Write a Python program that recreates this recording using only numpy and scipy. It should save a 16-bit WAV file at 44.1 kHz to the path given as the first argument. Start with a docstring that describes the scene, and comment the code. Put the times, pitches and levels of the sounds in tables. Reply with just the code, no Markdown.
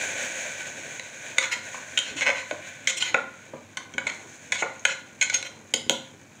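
"""Curd sizzles on hot spiced oil in an aluminium pressure pot, as countless tiny steam bubbles burst.
The sizzle dies down while a steel spatula stirs the curd in. The spatula knocks and scrapes on wall
and base, making the metal ring, slops through the curry, and is tapped clean twice on the rim.
The pot rocks on its stove, and the sounds echo in a small hard kitchen over a low rumble."""
import sys
import numpy as np
from scipy import signal
from scipy.fft import rfft, irfft
from scipy.io import wavfile

SR = 44100
rng = np.random.default_rng(int(sys.argv[2]) if len(sys.argv) > 2 else 0)


def dump_mix(stems):
    """Bounce the given channels to the path in sys.argv[1] as a 16-bit WAV at rate SR."""
    frames = np.atleast_2d(stems).T  # one column per channel
    limited = np.clip(frames, -1, 1)  # hard clip at full scale
    pcm = np.round(limited * 32767).astype(np.int16)
    wavfile.write(sys.argv[1], SR, pcm)


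N = 282224
TIME = np.arange(N) / SR


# Wet curd meets hot metal and the frying flares up: start_s, bubbling_db, fizz_vs_bubbling_db
FLARES = [(-0.15, -29, -4), (1.2, -39.5, -5), (1.62, -43, -3.5), (2.05, -42, -4), (2.55, -45.5, -25),
          (4.02, -48, -1.5), (4.4, -53, -2)]

def frying_levels(rise_s=0.028, cooling_db_per_s=12, simmer_db=-59, simmer_fizz_db=-61.5):
    """How loud the bubbling and fizz are: each flare jumps up, then sinks as the metal cools."""
    bubbling_power, fizz_power = from_db(simmer_db) ** 2, from_db(simmer_fizz_db) ** 2
    for start_s, bubbling_db, fizz_db in FLARES:
        age_s = np.maximum(TIME - start_s, 0)
        flare = from_db(bubbling_db - cooling_db_per_s * age_s) * (1 - np.exp(-age_s / rise_s))
        bubbling_power += flare ** 2
        fizz_power += (from_db(fizz_db) * flare) ** 2
    return np.sqrt(bubbling_power), np.sqrt(fizz_power)


# The tone of bubbles heard through the hollow of the pot: pitch_hz, level_db
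BUBBLING_TONE = [(250, -30), (450, -12.5), (540, -1), (700, -7), (820, -13), (1020, -12), (1280, -20.5),
                 (1510, 3), (1650, -1.5), (2120, -3.5), (2340, 3), (2750, -8.5), (3900, -11.5),
                 (5200, -35.5)]
# The tone of the fine spray: pitch_hz, level_db
FIZZ_TONE = [(3000, -30), (4300, -17.5), (5000, -21), (5800, -11), (6550, -1.5), (7300, -8.5), (8300, -17),
             (10000, -23.5), (11500, -39), (13800, -56), (15000, -21), (16000, -59)]

def sizzle(bubbling_gain, fizz_gain, bubbles_per_s=9000, sprays_per_s=14000, surge_db=1.45):
    """Steam bubbles burst in the oil; as the pot cools they grow fewer and quieter."""
    heat = np.sqrt(bubbling_gain / bubbling_gain.max())
    bubbling = coloured(pops(bubbles_per_s * heat, spread_db=2) / np.sqrt(heat), BUBBLING_TONE)
    fizz = coloured(pops(sprays_per_s * heat, spread_db=3) / np.sqrt(heat), FIZZ_TONE)
    return from_db(surge_db * drift(per_s=28)) * (bubbling_gain * bubbling + fizz_gain * fizz)


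# The spatula hits the pot: start_s, level_db, buzz_fade_ms, brightness_db_per_octave, spot
KNOCKS = [(0.996, -38, 1.7, -1, "flat"), (1.383, -18.5, 2.8, 0.5, "upper wall"),
          (1.9746, -19, 5.4, 1, "blade"), (1.989, -26.5, 1.1, 2, "blade"),
          (2.209, -30, 4, -2, "upper wall"), (2.5107, -36.5, 0.59, -2.5, "low wall"),
          (2.8723, -23, 9.4, 2.5, "upper wall"), (3.0227, -21, 7, -0.5, "blade"),
          (3.1436, -21.5, 2, 2, "base"), (3.771, -35, 4.3, 1.5, "low wall"),
          (3.938, -45.5, 3.5, 2, "upper wall"), (3.981, -29.5, 2, -2.5, "low wall"),
          (4.0675, -27, 5.8, -2, "upper wall"), (4.077, -33, 2.9, -2, "upper wall"),
          (4.521, -23.5, 3.6, 0, "upper wall"), (4.6223, -30.5, 5.1, -1.5, "base"),
          (4.795, -58, 0.45, 4.5, "tip"), (4.8512, -21, 3.4, 0, "low wall"),
          (5.212, -23.5, 7.4, 2.5, "upper wall"), (5.2245, -29, 8.1, 4, "low wall"),
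          (5.298, -27.5, 4.2, 0, "upper wall"), (5.3426, -24.5, 2.9, -1, "tip"),
          (5.4269, -38, 1.1, 1, "flat"), (5.7386, -24, 2.7, 2.5, "rim"), (5.896, -21.5, 0.13, 1, "rim"),
          (5.9076, -31.5, 2.3, -0.5, "rim")]

def knocks(buzz=0.28, ring_db=2, crack_db=7, crack_top_hz=8500):
    """Each blow is one hard click, then the blade buzzes against the metal for a moment."""
    out, t = np.zeros(N), TIME[:SR // 12]
    for start_s, level_db, fade_ms, brightness, spot in KNOCKS:
        ring_hz, width_hz, levels_db = spot_tone(spot, level_db, brightness)
        force = buzz * rng.standard_normal(len(t)) * np.exp(-t * 1000 / max(fade_ms, 0.2))
        force[0] += 1  # the click
        spot_ring = from_db(ring_db) * resonance(force, ring_hz, width_hz)
        add(out, start_s, metal_contact(force, levels_db, length_s=0.01, spot_ring=spot_ring))
        # a shorter touch gives a stronger crack
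        crack = band(dull(force, crack_top_hz), *BAND_EDGES[-2:]) / max(fade_ms, 0.5)
        add(out, start_s, from_db(levels_db[-1] + crack_db) * crack)
    return out


# The spatula drags: start_s, length_s, slips_per_s, level_db, brightness_db_per_octave, spot
SCRAPES = [(1.414, 0.045, 496, -36, 0.5, "low wall"), (1.513, 0.03, 500, -29.5, 0.5, "upper wall"),
           (2.04, 0.078, 316, -44, -1.5, "flat"), (2.162, 0.055, 310, -39.5, 1.5, "flat"),
           (2.212, 0.027, 315, -27.5, -2.5, "upper wall"), (2.253, 0.0583, 140, -25, -4.5, "upper wall"),
           (2.351, 0.072, 280, -39, -1, "upper wall"), (2.884, 0.027, 494, -33, 2.5, "flat"),
           (2.966, 0.027, 1100, -32.5, -1, "tip"), (3.001, 0.025, 420, -32.5, 3, "blade"),
           (3.035, 0.074, 400, -38.5, 1, "upper wall"), (4.086, 0.02, 400, -36.5, -1, "upper wall"),
           (4.524, 0.048, 720, -37.5, 0, "flat"), (4.576, 0.052, 670, -41.5, 2.5, "flat"),
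           (4.875, 0.063, 550, -38.5, 0, "flat"), (5.327, 0.038, 690, -35, 0.5, "flat"),
           (5.446, 0.032, 360, -43, -1, "flat")]

def scrapes(grit=0.61, timing_jitter=0.12, uneven_db=2.5):
    """The edge sticks and slips along the metal; slow slips judder, fast ones rasp."""
    out, t = np.zeros(N), TIME[:SR // 6]
    for start_s, length_s, slips_per_s, level_db, brightness, spot in SCRAPES:
        _, _, levels_db = spot_tone(spot, level_db, brightness)
        gaps, sizes, grain = rng.standard_normal((3, len(t)))
        slip_s = (np.cumsum(np.exp(timing_jitter * gaps)) - 0.5) / slips_per_s
        slip_samples = (slip_s[(slip_s > 0) & (slip_s < t[-1])] * SR).astype(int)
        force = grit * np.sqrt(slips_per_s / SR) * grain  # grinding under the slips
        force[slip_samples] += from_db(uneven_db * sizes[:len(slip_samples)])
        add(out, start_s, metal_contact(force * swell(t, length_s), levels_db, length_s))
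    return out


# Borders of five pitch bands (base, low wall, upper wall, blade, edge): pitch_hz
BAND_EDGES = [250, 860, 1800, 2750, 5000, 15500]
# How each spot sounds: ring_hz, width_hz, base_db, low_wall_db, upper_wall_db, blade_db, edge_db
SPOTS = {"base": (1429.5, 64, -6, 4.5, -0.5, -16.5, -20.5), "low wall": (2072, 243, -20.5, 1, -1, -3, -5),
         "upper wall": (2162, 157, -22.5, -8, -0.5, -5.5, -7),
         "rim": (3182, 473, -4.5, -10, -11.5, -1.5, -3.5), "blade": (3080, 253, -34, -12.5, -16, -2, -10),
         "tip": (6490, 191, -55, -23.5, -10, -4, -0.5), "flat": (3990, 196, -15, -6.5, -3, -2, -3.5)}

def spot_tone(spot, level_db, brightness, pivot_hz=2100):
    """The spot sets a ringing note and five band levels; brightness tilts them toward treble or bass."""
    ring_hz, width_hz, *bands_db = SPOTS[spot]
    centres_hz = np.sqrt(np.multiply(BAND_EDGES[:-1], BAND_EDGES[1:]))
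    tilt_db = brightness * np.log2(centres_hz / pivot_hz)
    return ring_hz, width_hz, level_db + np.array(bands_db) + tilt_db


# The notes of pot and spatula while they touch: pitch_hz, width_hz, level_db
CONTACT_NOTES = [(511, 62, -3.5), (723, 473, -11.5), (1050, 61, -9), (1483, 55, -1.5), (1712, 94, -6),
                 (2050, 186, 1.5), (2220, 68, 4), (2454, 150, -4), (3065, 350, -8), (3320, 500, -9),
                 (3465, 264, -8), (3993, 105, -12), (4390, 140, -17), (5230, 400, -18), (6156, 190, -7.5),
                 (6752, 170, -3), (6870, 293, -2), (7800, 400, -16.5), (8480, 147, -14.5),
                 (9800, 1100, -35), (15080, 410, -30)]

def metal_contact(force, levels_db, length_s, spot_ring=0, vary_db=2, detune=0.021):
    """A push rings pot and spatula, a little differently each time."""
    metal = spot_ring
    for k, (pitch_hz, width_hz, level_db) in enumerate(CONTACT_NOTES):
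        strength, shift = rng.standard_normal(2)
        note = resonance(force, pitch_hz * (1 + detune * shift), width_hz)
        metal = metal + (-1) ** k * from_db(level_db + vary_db * strength) * note
    out = 0
    for low_hz, high_hz, level_db in zip(BAND_EDGES, BAND_EDGES[1:], levels_db):
        part = band(metal, low_hz, high_hz)
        out += from_db(level_db) * part / rms(part[:int(length_s * SR)])  # level during the touch
    return out


# The notes the pot holds after a touch: pitch_hz, level_db, ring_s (time to fade by 60 dB)
POT_NOTES = [(531.5, 13.5, 0.47), (564, 11, 0.19), (1000, 0, 0.75), (1480, -2, 0.11), (2230, 0, 0.17),
             (2545, 4.5, 0.16), (3170, 4, 0.14), (6510, 12.5, 0.09)]

def pot_ringing(touches):
    """The pot's longest-lasting notes sing on after each knock and scrape."""
    return sum(from_db(level_db) * resonance(touches, pitch_hz, np.log(1000) / (np.pi * ring_s))
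               for pitch_hz, level_db, ring_s in POT_NOTES)


# Air pockets close behind the blade: start_s, pitch_hz, level_db
PLOPS = [(1.745, 1040, -22.5), (2.115, 338, -48), (2.16, 282, -28.5), (2.512, 594, -15.5),
         (2.524, 307, -28.5), (3.535, 580, -26), (3.975, 338, -36), (5.326, 845, -29.5)]

def plops(fade_cycles=2.6, rise_per_s=0.57):
    """A large air pocket rings for a few cycles, rising slightly in pitch as it surfaces."""
    out, t = np.zeros(N), TIME[:SR // 8]
    for start_s, pitch_hz, level_db in PLOPS:
        cycles = pitch_hz * t * (1 + rise_per_s * t / 2)
        loudness = (1 - np.exp(-2 * cycles)) * np.exp(-cycles / fade_cycles)
        add(out, start_s, from_db(level_db) * loudness * np.sin(2 * np.pi * cycles))
    return out


# The blade slaps through the curry onto the base: start_s, level_db
SLAPS = [(2.285, -33.5), (3.1436, -29), (3.536, -39), (4.6226, -30)]

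def slaps(soft_hz=1300, hollow_hz=582, width_hz=162, fade_s=0.014):
    """A short wet splat, softened by the curry and shaped by the hollow of the pot."""
    out, t = np.zeros(N), TIME[:SR // 6]
    for start_s, level_db in SLAPS:
        push = dull(rng.standard_normal(len(t)) * np.exp(-t / fade_s), soft_hz)
        splat = resonance(push, hollow_hz, width_hz)
        add(out, start_s, from_db(level_db) * splat / rms(splat[:SR // 50]))
    return out


# The blade folds the curry over: start_s, length_s, level_db
FOLDS = [(1.205, 0.65, -59), (1.99, 0.43, -54), (2.8, 0.56, -54), (3.768, 0.53, -52), (4.444, 0.72, -60),
         (5.226, 0.44, -52.5)]

def slosh(bubbling_gain, pockets_per_s=420, ring_cycles=11, lumpy_db=2, boil_db=-17.5, settle_db=-62):
    """Many small air pockets squelch in the thick curry as it boils, is folded and settles."""
    folding = sum(from_db(db) * swell(TIME - start_s, length_s) for start_s, length_s, db in FOLDS)
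    boiling = from_db(boil_db) * bubbling_gain
    gain = np.sqrt(folding ** 2 + boiling ** 2 + from_db(settle_db) ** 2)
    clicks = pops(pockets_per_s, spread_db=1.8)
    pitches_hz = np.geomspace(250, 1200, 16)
    chosen = rng.integers(0, len(pitches_hz), N)  # each click gets one pitch
    squelch = sum(ring(clicks * (chosen == k), hz, ring_cycles / hz) for k, hz in enumerate(pitches_hz))
    return gain * from_db(lumpy_db * drift(per_s=8.2)) * squelch / rms(squelch)


# The pot rocks on the stove: start_s, level_db
THUDS = [(2.112, -44), (2.269, -45.5), (3.144, -47), (3.54, -44.5), (3.949, -45), (5.739, -39.5),
         (5.866, -42.5), (5.896, -33), (6.14, -50.5), (6.368, -66)]
# The low notes of the pot on its stand: pitch_hz, level_db, ring_s
STAND_NOTES = [(107, -17, 0.39), (150.8, -8.5, 0.46), (225.8, -3, 0.28), (243.4, -2, 0.34), (310, 0, 0.26),
               (407, 2, 0.13)]

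def thuds(vary_db=1):
    """The pot bumps its stand, with a slightly different mix of notes every time."""
    out = np.zeros(N)
    starts_s, bumps_db = np.transpose(THUDS)
    for pitch_hz, level_db, ring_s in STAND_NOTES:
        strengths = from_db(bumps_db + level_db + rng.normal(0, vary_db, len(THUDS)))
        clicks = np.zeros(N)
        clicks[(starts_s * SR).astype(int)] = strengths
        out += ring(clicks, pitch_hz, ring_s)
    return out


# How long the kitchen echoes: pitch_hz, ring_s
ECHO_TIMES = [(200, 0.67), (550, 0.32), (1400, 0.51), (3700, 0.41), (10000, 0.34)]
# How strong its echoes are: pitch_hz, level_db
ECHO_LEVELS = [(200, -3.5), (550, -3.5), (1400, 0.5), (2200, -13.5), (3700, -3), (7000, -6.5), (12000, -10)]

def kitchen_echo(sound, first_echo_s=0.00398, build_s=0.0022, energy=1.33):
    """Echoes off the hard walls crowd in quickly, and the low ones last longest."""
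    t, edges_hz = TIME[:SR], np.geomspace(80, 16000, 14)
    onset = 1 - np.exp(-np.maximum(t - first_echo_s, 0) / build_s)
    echoes, noise = 0, rng.standard_normal(len(t))
    for low_hz, high_hz in zip(edges_hz, edges_hz[1:]):
        centre_hz = np.sqrt(low_hz * high_hz)
        fade = from_db(-60 * t / at_hz(ECHO_TIMES, centre_hz))
        tail = band(noise, low_hz, high_hz) * onset * fade
        tail *= np.sqrt(energy * (high_hz - low_hz) / SR / np.sum(tail ** 2))  # same energy per Hz
        echoes += from_db(at_hz(ECHO_LEVELS, centre_hz)) * tail
    return signal.fftconvolve(sound, echoes)[:N]


# The tone of the kitchen's background noise: pitch_hz, level_db
RUMBLE_TONE = [(20, -13), (50, -18), (70, -17), (98, 7.5), (120, -1), (142, 5), (175, -3.5), (235, 3),
               (400, -11), (700, -10.5), (5000, -24), (13000, -32)]

def kitchen_rumble(level_db=-54):
    """A steady low rumble with a faint hiss."""
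    return from_db(level_db) * coloured(rng.standard_normal(N), RUMBLE_TONE)


def from_db(db):
    """Turn decibels into a number to multiply by."""
    return 10 ** (np.asarray(db) / 20)


def rms(x):
    """The average strength of a sound (root mean square)."""
    return np.sqrt(np.mean(x ** 2) + 1e-20)


def at_hz(table, hz):
    """Read between a table's rows, with pitch spaced in octaves."""
    pitches_hz, values = np.transpose(table)
    return np.interp(np.log(np.maximum(hz, 1)), np.log(pitches_hz), values)


def add(out, start_s, sound):
    """Mix a sound in at its start time."""
    i = int(start_s * SR)
    out[i:i + len(sound)] += sound[:N - i]


def band(x, low_hz, high_hz):
    """Keep what lies between two pitches, without delaying it."""
    sections = signal.butter(2, [low_hz, high_hz], "band", fs=SR, output="sos")
    return signal.sosfiltfilt(sections, x, padtype=None)


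def dull(x, hz):
    """Soften everything above a pitch."""
    return signal.sosfilt(signal.butter(2, hz, fs=SR, output="sos"), x)


def coloured(x, tone, size=4096):
    """Give a sound the tone in a table, at average strength 1."""
    cepstrum = irfft(np.log(from_db(at_hz(tone, np.fft.rfftfreq(size, 1 / SR)))))
    # make the filter ring after each click, never before it (minimum phase)
    cepstrum[1:size // 2] *= 2
    cepstrum[size // 2 + 1:] = 0
    shaped = signal.fftconvolve(x, irfft(np.exp(rfft(cepstrum))))[:len(x)]
    return shaped / rms(shaped)


def resonance(x, hz, width_hz):
    """Pick out one pitch; the narrower the width, the longer it rings."""
    r = np.exp(-np.pi * width_hz / SR)
    feedback = [1, -2 * r * np.cos(2 * np.pi * hz / SR), r * r]
    return signal.lfilter(np.array([1, 0, -1]) * (1 - r * r) / 2, feedback, x + 1e-18)


def ring(x, hz, ring_s):
    """Each click starts a pure note that fades by 60 dB in ring_s."""
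    r, angle = np.exp(-np.log(1000) / (ring_s * SR)), 2 * np.pi * hz / SR
    return signal.lfilter([0, np.sin(angle)], [1, -2 * r * np.cos(angle), r * r], x + 1e-18)


def drift(per_s):
    """A random wander of average strength 1."""
    points = rng.standard_normal(4096)
    wander = np.interp(TIME * per_s, np.arange(len(points)), points)
    return wander / rms(wander)


def pops(per_s, spread_db):
    """Random clicks, mostly small and a few large."""
    sizes = from_db(spread_db * np.minimum(rng.exponential(1, N), 5)) * rng.choice([-1, 1], N)
    return sizes * (rng.random(N) < per_s / SR)


def swell(t, length_s):
    """A rounded rise to 1 and fall back to 0."""
    return np.sqrt(np.maximum(np.sin(np.pi * np.clip(t / length_s, 0, 1)), 0))


def scene(frying_echo_db=-3.5):
    """Frying, spatula, curry and pot together in the kitchen, in one channel."""
    bubbling_gain, fizz_gain = frying_levels()
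    touches = knocks() + scrapes()
    pot = touches + thuds() + slosh(bubbling_gain) + plops() + slaps()
    frying = sizzle(bubbling_gain, fizz_gain)
    rumble = kitchen_rumble()
    echo = kitchen_echo(pot + from_db(frying_echo_db) * frying)
    return (frying + pot + pot_ringing(touches) + echo + rumble)[None]


def record(dry, low_cut_hz=68, dip_hz=12700, dip_width_hz=2800, dip_share=0.47, top_hz=15600):
    """The microphone loses deep bass and some treble, clips at full scale and cuts the very top."""
    thin = signal.sosfilt(signal.butter(2, low_cut_hz, "high", fs=SR, output="sos"), dry)
    dipped = thin - dip_share * resonance(thin, dip_hz, dip_width_hz)
    top_cut = signal.ellip(10, 0.1, 80, top_hz, fs=SR, output="sos")
    return signal.sosfilt(top_cut, np.clip(dipped, -1, 1))


dry = scene()
out = record(dry)
dump_mix(out)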